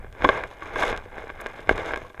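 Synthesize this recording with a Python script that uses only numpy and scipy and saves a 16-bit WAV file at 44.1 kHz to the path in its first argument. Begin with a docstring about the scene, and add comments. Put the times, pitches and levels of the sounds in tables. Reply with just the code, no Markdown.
"""On the gravel bed of a creek, a camera in a watertight case shifts in the current.
Gravel grinds against the case in three surges, pebbles knock on it and sand grains tick.
Each contact is an impulse, coloured by the resonances of the case and smeared by its wall.
Small bubbles ring as damped oscillators, over the low rumble of the water and a faint hiss."""
import sys
import numpy as np
from scipy import signal
from scipy.fft import rfft, irfft
from scipy.io import wavfile
from scipy.ndimage import uniform_filter1d, minimum_filter1d

SR = 44100
rng = np.random.default_rng(int(sys.argv[2]) if len(sys.argv) > 2 else 0)


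def file_out(sig):
    """Save sig as 16-bit WAV at sys.argv[1]."""
    # one column per channel
    cols = np.atleast_2d(sig).T
    # limit, then scale
    lim = np.clip(cols, -1, 1)
    pcm = np.round(lim * 32767).astype(np.int16)
    wavfile.write(sys.argv[1], SR, pcm)


N = 97020
TAPS = 4096  # samples in one contact or bubble
HZ, AGE, TIME = np.fft.rfftfreq(TAPS, 1 / SR), np.arange(TAPS) / SR, np.arange(N) / SR
BASS_HZ, TREBLE_HZ = 740, 2960
TREBLE_OCTAVES = np.log2(np.maximum(HZ / TREBLE_HZ, 1))

# surges of grinding (time [s], coarse grain level [dB], fine grit level [dB])
SURGES = [(0, -48.5, -83), (.05, -50.5, -82), (.11, -57.5, -74), (.18, -45.5, -68), (.23, -32.5, -50.5),
          (.37, -29, -51), (.43, -37.5, -63.5), (.47, -45, -57), (.59, -47.5, -66), (.64, -38, -52.5),
          (.73, -40, -56), (.80, -26, -39.5), (.84, -27, -42), (.90, -28.5, -37.5), (.95, -34.5, -64),
          (1.03, -48.5, -64.5), (1.1, -49, -71), (1.19, -37.5, -57.5), (1.26, -46.5, -62), (1.34, -49, -65),
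          (1.42, -38.5, -63.5), (1.48, -42, -58), (1.55, -45, -62), (1.605, -41, -54.5), (1.66, -49.5, -69),
          (1.71, -30, -46.5), (1.745, -39, -58), (1.80, -29.5, -50), (1.84, -36.5, -55),
          (1.89, -30.5, -48.5), (1.96, -40.5, -61), (2.05, -46, -61.5), (2.12, -55.5, -66),
          (2.2, -47.5, -69)]
# response of the case to a hard contact (frequency [Hz], level [dB])
CASE_RESPONSE = [(30, -28.5), (190, -6.5), (300, -6), (420, 0.5), (540, -1), (660, 0.5), (920, -4.5),
                 (1110, -2), (1350, -7.5), (1610, 0.5), (1870, -6), (2200, -2.5), (2380, -7), (2580, -17.5),
                 (3000, -17), (3500, -20.5), (4600, -37.5), (5200, -31.5), (6000, -48), (6600, -37.5),
                 (9000, -59.5), (16000, -84)]
# response of the case to sand (frequency [Hz], level [dB])
SAND_RESPONSE = [(300, -22), (2500, 3), (3500, 7.5), (4600, -7), (5200, 2.5), (5950, -5.5), (6550, 1),
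                 (7100, -4.5), (7600, -2.5), (8600, -12.5), (9700, -3.5), (10700, -12), (11900, -9),
                 (13200, -23), (14300, -19), (16000, -25)]
# lasting modes of the case (frequency [Hz], level [dB], t60 [s])
CASE_MODES = [(396.3, -6.5, 0.083), (488, -5.5, 0.14), (629, -3.5, 0.058), (810, -6, 0.033),
              (1075, -0.5, 0.069), (1139, 1, 0.027), (1607, -5.5, 0.042), (2180, -2, 0.032),
              (3450, -5.5, 0.019)]


def amp(db):
    """Decibels to amplitude ratio."""
    return 10 ** (np.asarray(db) / 20)


def unit_rms(x):
    """Normalisation to rms 1."""
    return x / np.sqrt(np.mean(x ** 2) + 1e-20)


def colour(points, hz=HZ):
    """A spectrum in dB, interpolated over log frequency."""
    f, db = np.transpose(points)
    return np.interp(np.log(hz + 1), np.log(f + 1), db)


def envelope(table, column=1):
    """An amplitude envelope, interpolated in dB."""
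    columns = np.transpose(table)
    return amp(np.interp(TIME, columns[0], columns[column]))


def add(mix, s, sound):
    """Superposition: a sound joins the mix at s seconds."""
    part = mix[max(round(s * SR), 0):][:len(sound)]
    part += sound[:len(part)]


def click(db):
    """Minimum phase gives the shortest causal pulse with this spectrum; peak 1."""
    log_gain = np.log(amp(np.r_[db, db[-2:0:-1]]))
    spectrum = np.exp(np.conj(signal.hilbert(log_gain)))
    pulse = np.fft.ifft(spectrum).real
    return pulse / abs(pulse).max()


def noise(points):
    """Spectral shaping of white noise; rms 1."""
    gain = amp(colour(points, np.fft.rfftfreq(N, 1 / SR)))
    return unit_rms(irfft(rfft(rng.standard_normal(N)) * gain, N))


def case_ring(weights, rise_s=0.00077):
    """Free vibration of the case is a weighted sum of damped modes."""
    modes = sum(weight * amp(db - 60 * AGE / t60) * np.sin(2 * np.pi * hz * AGE)
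                for weight, (hz, db, t60) in zip(weights, CASE_MODES))
    return modes * (1 - np.exp(-(AGE / rise_s) ** 2))


def contact_ripple(count=26, spread_db=4):
    """The response varies with the point of contact: a random spectral ripple in dB."""
    return spread_db * colour(np.c_[np.geomspace(150, 16000, count), rng.standard_normal(count)])


def shower(shapes, nominal_per_s, spread_db):
    """Shot noise: randomly drawn shapes arrive faster as the grinding grows louder; rms 1."""
    density = unit_rms(envelope(SURGES) ** .5)
    size = amp(spread_db * np.minimum(rng.exponential(1, N), 3.5)) * rng.choice([-1, 1], N)
    size /= np.sqrt(density)  # keeps mean power independent of the rate
    impulses = size * (rng.random(N) < density * nominal_per_s / SR)
    which = rng.integers(0, len(shapes), N)
    return unit_rms(sum(signal.oaconvolve(impulses * (which == k), shape)[:N]
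                        for k, shape in enumerate(shapes)))


def gravel(count=36, ring_db=-24):
    """Friction as many small impacts: coarse grains slip on the case and excite its modes."""
    # colour of coarse grains, added to the case response (frequency [Hz], level [dB])
    grain_colour = [(60, -3), (250, 0.5), (450, -2), (750, 0.5), (1100, 2.5), (1600, -2.5), (2300, 0.5),
                    (3500, -0.5), (7000, -1), (14000, -18)]
    shapes = []
    for _ in range(count):
        contact = click(colour(CASE_RESPONSE) + colour(grain_colour) + contact_ripple())
        ringing = case_ring(rng.standard_normal(len(CASE_MODES)))
        shapes.append(contact + amp(ring_db) * ringing)
    return envelope(SURGES) * shower(shapes, nominal_per_s=3400, spread_db=4)


def grit(count=10, tilt_db_per_octave=-4):
    """Brief impacts have broad spectra: fine grit crackles brightly in the same surges."""
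    spectrum_db = colour(SAND_RESPONSE) + tilt_db_per_octave * TREBLE_OCTAVES
    shapes = [click(spectrum_db + contact_ripple()) for _ in range(count)]
    return envelope(SURGES, column=2) * shower(shapes, nominal_per_s=3200, spread_db=8)


def water():
    """Forced and free vibration: the current buffets the case, which rocks after the hardest knocks."""
    # rumble of the water pushing on the case (time [s], level [dB])
    rumble_levels = [(0, -39), (.08, -43), (.19, -47.5), (.245, -32), (.32, -35.5), (.46, -44),
                     (.53, -52.5), (.68, -45.5), (.82, -37), (.92, -36.5), (1.03, -44.5), (1.35, -47.5),
                     (1.66, -45.5), (1.71, -25.5), (1.78, -39), (1.85, -43), (2.03, -40.5), (2.14, -60),
                     (2.2, -43)]
    # spectrum of the rumble (frequency [Hz], level [dB])
    rumble_colour = [(8, -9.5), (25, 1.5), (38, -5), (52, -6), (72, -9.5), (100, -10), (150, -17.5),
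                     (300, -27), (1000, -73)]
    # the case rocking on the bed (time [s], level [dB], frequency [Hz], t60 [s])
    rocking = [(0.2464, -21, 55.6, 0.051), (1.705, -29, 29.7, .25)]
    out = envelope(rumble_levels) * noise(rumble_colour)
    for s, db, hz, t60 in rocking:
        add(out, s, amp(db - 60 * TIME / t60) * np.sin(2 * np.pi * hz * TIME))
    return out


def hiss(level_db=-66.5):
    """Stationary broadband noise forms a faint floor."""
    # spectrum of the hiss (frequency [Hz], level [dB])
    hiss_colour = [(100, 12.5), (1500, 5), (4000, -7.5), (7000, -4), (12000, -5.5), (15000, -7),
                   (16000, -24.5)]
    return amp(level_db) * noise(hiss_colour)


def pebbles(cutoff_hz=9000):
    """Impact excitation: soft knocks are bassier, hard ones brighter; a few leave the case ringing."""
    # pebbles striking the case (time [s], level [dB], bass [dB], treble [dB], relative ring [dB])
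    knocks = [(.0450, -29, 12.5, -3, -20), (.1260, -37.5, 5, 0, -15), (0.1506, -33, 1, -1.5, -19),
              (0.2216, -14, -5, 1.5, -24.5), (0.2439, -4.5, 14, -2, -36), (0.2454, -4.5, 5, 6.5, -25),
              (.2480, -2, 0.5, 5, -32.5), (0.2512, -8, -6, -22, -11), (0.267, -25, 18, -2, -34.5),
              (0.2893, -10, -24, -6, -16.5), (.2900, 4, 0.5, 0, -30), (0.2944, -10, 4, 13, -13.5),
              (.4372, -13.5, -26, -10, -19), (.6225, -20.5, -4, -3, -29), (0.7587, -15.5, -12.5, -16, -8),
              (.7965, -34, 12.5, 2, -15.5), (0.8236, -12.5, 4, -6, -16), (.8250, -8.5, 3, -4, -15.5),
              (0.8346, -10.5, -10, 2, -11), (0.9278, -13, 3.5, 7, -16.5), (1.0550, -34, -2, 4, -20),
              (1.0603, -32.5, 17, 7, -20), (1.1817, -20, 1, -1, -25), (1.271, -25, 3, -13, -26),
              (1.2939, -29.5, -43, -3, -6), (1.301, -18.5, -3.5, -4, -18), (1.4025, -26, -12, 4, -17),
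              (1.4614, -13, 2, 7, -50), (1.4663, -20.5, -17, -5, -19), (1.5925, -26.5, 7, -14, -20),
              (1.6735, -25, 7, 8, -26), (1.6931, 6.5, -0.5, -0.5, -35), (1.6945, -2.5, -5.5, -7, -45.5),
              (1.6975, -14.5, -12, -18, -33), (1.7008, -18, -2, -27, -26), (1.7114, -8.5, 17.5, -20, -30),
              (1.7803, -16.5, -8, 8, -16), (1.7963, -27.5, 8, 2, -4), (1.909, -18.5, -6, -14, -20),
              (1.936, -10, -4.5, -0.5, -33), (1.9424, -13, -0.5, 4, -44), (1.9596, -17.5, -18, -10, -14.5),
              (1.973, -21.5, 9.5, 6, -9.5), (2.018, -22.5, 4, 0, -30), (2.1002, -36, 0, 11, -6.5),
              (2.145, -30, -2.5, -9, -18), (2.177, -28, -3, -3, -35), (2.198, -18, 6.5, -10, -24)]
    out, ringing = np.zeros(N), case_ring(np.ones(len(CASE_MODES)))
    bass_shelf = 1 / (1 + (HZ / BASS_HZ) ** 4)
    treble_shelf = 1 - 1 / (1 + (HZ / TREBLE_HZ) ** 4)
    blunt_db = colour(CASE_RESPONSE) - 10 * np.log10(1 + (HZ / cutoff_hz) ** 8)
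    for s, db, bass_db, treble_db, ring_db in knocks:
        contact = click(blunt_db + bass_db * bass_shelf + treble_db * treble_shelf)
        add(out, s, amp(db) * (contact + amp(ring_db) * ringing))
    return out


def sand():
    """Impulse response: each single grain draws a sharp tick from the case."""
    # grains striking the case (time [s], level [dB], treble tilt [dB/octave])
    ticks = [(0.1268, -37, -2.5), (0.2432, -26.5, -5), (.4376, -33, 0), (.4745, -42, 2), (.4810, -47, -3),
             (0.7845, -29, 0), (.8124, -40, 0), (.8314, -22, -0.5), (.8814, -23, -7), (.9056, -28, -7),
             (0.964, -29, -6), (.9761, -23.5, -4.5), (1.4088, -30.5, 14), (1.414, -27, 10.5),
             (1.4676, -27.5, -1.5), (1.6931, -23, 12), (1.726, -30, -5), (1.7586, -33.5, 1),
             (1.778, -26.5, -3), (1.8602, -27.5, -3), (1.9607, -27, -3), (1.9753, -31, 1.5)]
    out = np.zeros(N)
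    for s, db, tilt in ticks:
        add(out, s, amp(db) * click(colour(SAND_RESPONSE) + tilt * TREBLE_OCTAVES))
    return out


def bubble(hz, t60, rise_s=0.0005, glide_per_s=1.2):
    """Minnaert resonance: a bubble pulsates as a damped sine, its pitch creeping upward."""
    swell = 1 - np.exp(-(AGE / rise_s) ** 2)
    phase = 2 * np.pi * hz * AGE * (1 + glide_per_s * AGE / 2)
    return swell * amp(-60 * AGE / t60) * np.sin(phase)


def bubbles(count=30, low_hz=416.5, high_hz=1850, t60_cycles=27, relative_db=-12):
    """Stirred gravel frees many faint bubbles and a few distinct ones, each ringing at its resonance."""
    # distinct bubbles breaking free, and at the two loudest plops a short ring of the case near 3.4 kHz (time
    # [s], level [dB], frequency [Hz], t60 [s])
    releases = [(.2450, -15.5, 3420, 0.015), (.2484, -5, 1069, 0.041), (.2550, -18, 282, 0.092),
                (.2893, -11, 3450, 0.011), (.2902, -11, 1075, 0.043), (.2960, -11.5, 562, 0.034),
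                (0.4354, -26, 1572, 0.049), (0.6224, -27.5, 1103, 0.076), (1.058, -38.5, 484, 0.076),
                (1.24, -29, 455, 0.043), (2.045, -40, 493, 0.16), (2.049, -35.5, 1076, .06)]
    pitches = low_hz * (high_hz / low_hz) ** rng.random(count)
    shapes = [bubble(hz, t60_cycles / hz) for hz in pitches]
    out = amp(relative_db) * envelope(SURGES) * shower(shapes, nominal_per_s=110, spread_db=5.5)
    for s, db, hz, t60 in releases:
        add(out, s, amp(db) * bubble(hz, t60))
    return out


def inside_case(x, slow_hz=1240, width_hz=920, echo_db=-11, echo_t60_s=0.027):
    """Dispersion and reverberation: the wall delays one band, and dense reflections follow inside."""
    radius = np.exp(-np.pi * width_hz / SR)
    poles = np.array([1, -2 * radius * np.cos(2 * np.pi * slow_hz / SR), radius * radius])
    smeared = signal.lfilter(poles[::-1], poles, x)  # all-pass
    tail = rng.standard_normal(TAPS) * amp(-60 * AGE / echo_t60_s)
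    reflections = signal.oaconvolve(smeared, tail / np.linalg.norm(tail))[:N]
    return smeared + amp(echo_db) * reflections


def scene():
    """Superposition of the contacts, heard through the case, with bubbles, rumble and hiss."""
    contacts = gravel() + grit() + pebbles() + sand()
    return (inside_case(contacts) + bubbles() + water() + hiss())[None]


def record(dry, ceiling=.97, smoothing_s=.0012, cutoff_hz=15500):
    """Peak limiting holds down the hardest knocks; a low-pass filter then bounds the bandwidth."""
    size = round(smoothing_s * SR)
    gain = minimum_filter1d(ceiling / np.maximum(abs(dry), ceiling), 2 * size)
    limited = dry * uniform_filter1d(uniform_filter1d(gain, size), size)
    lowpass = signal.firwin(511, cutoff_hz, window=("kaiser", 9), fs=SR)
    return signal.oaconvolve(limited, lowpass[None], "same")


dry = scene()
out = record(dry)
file_out(out)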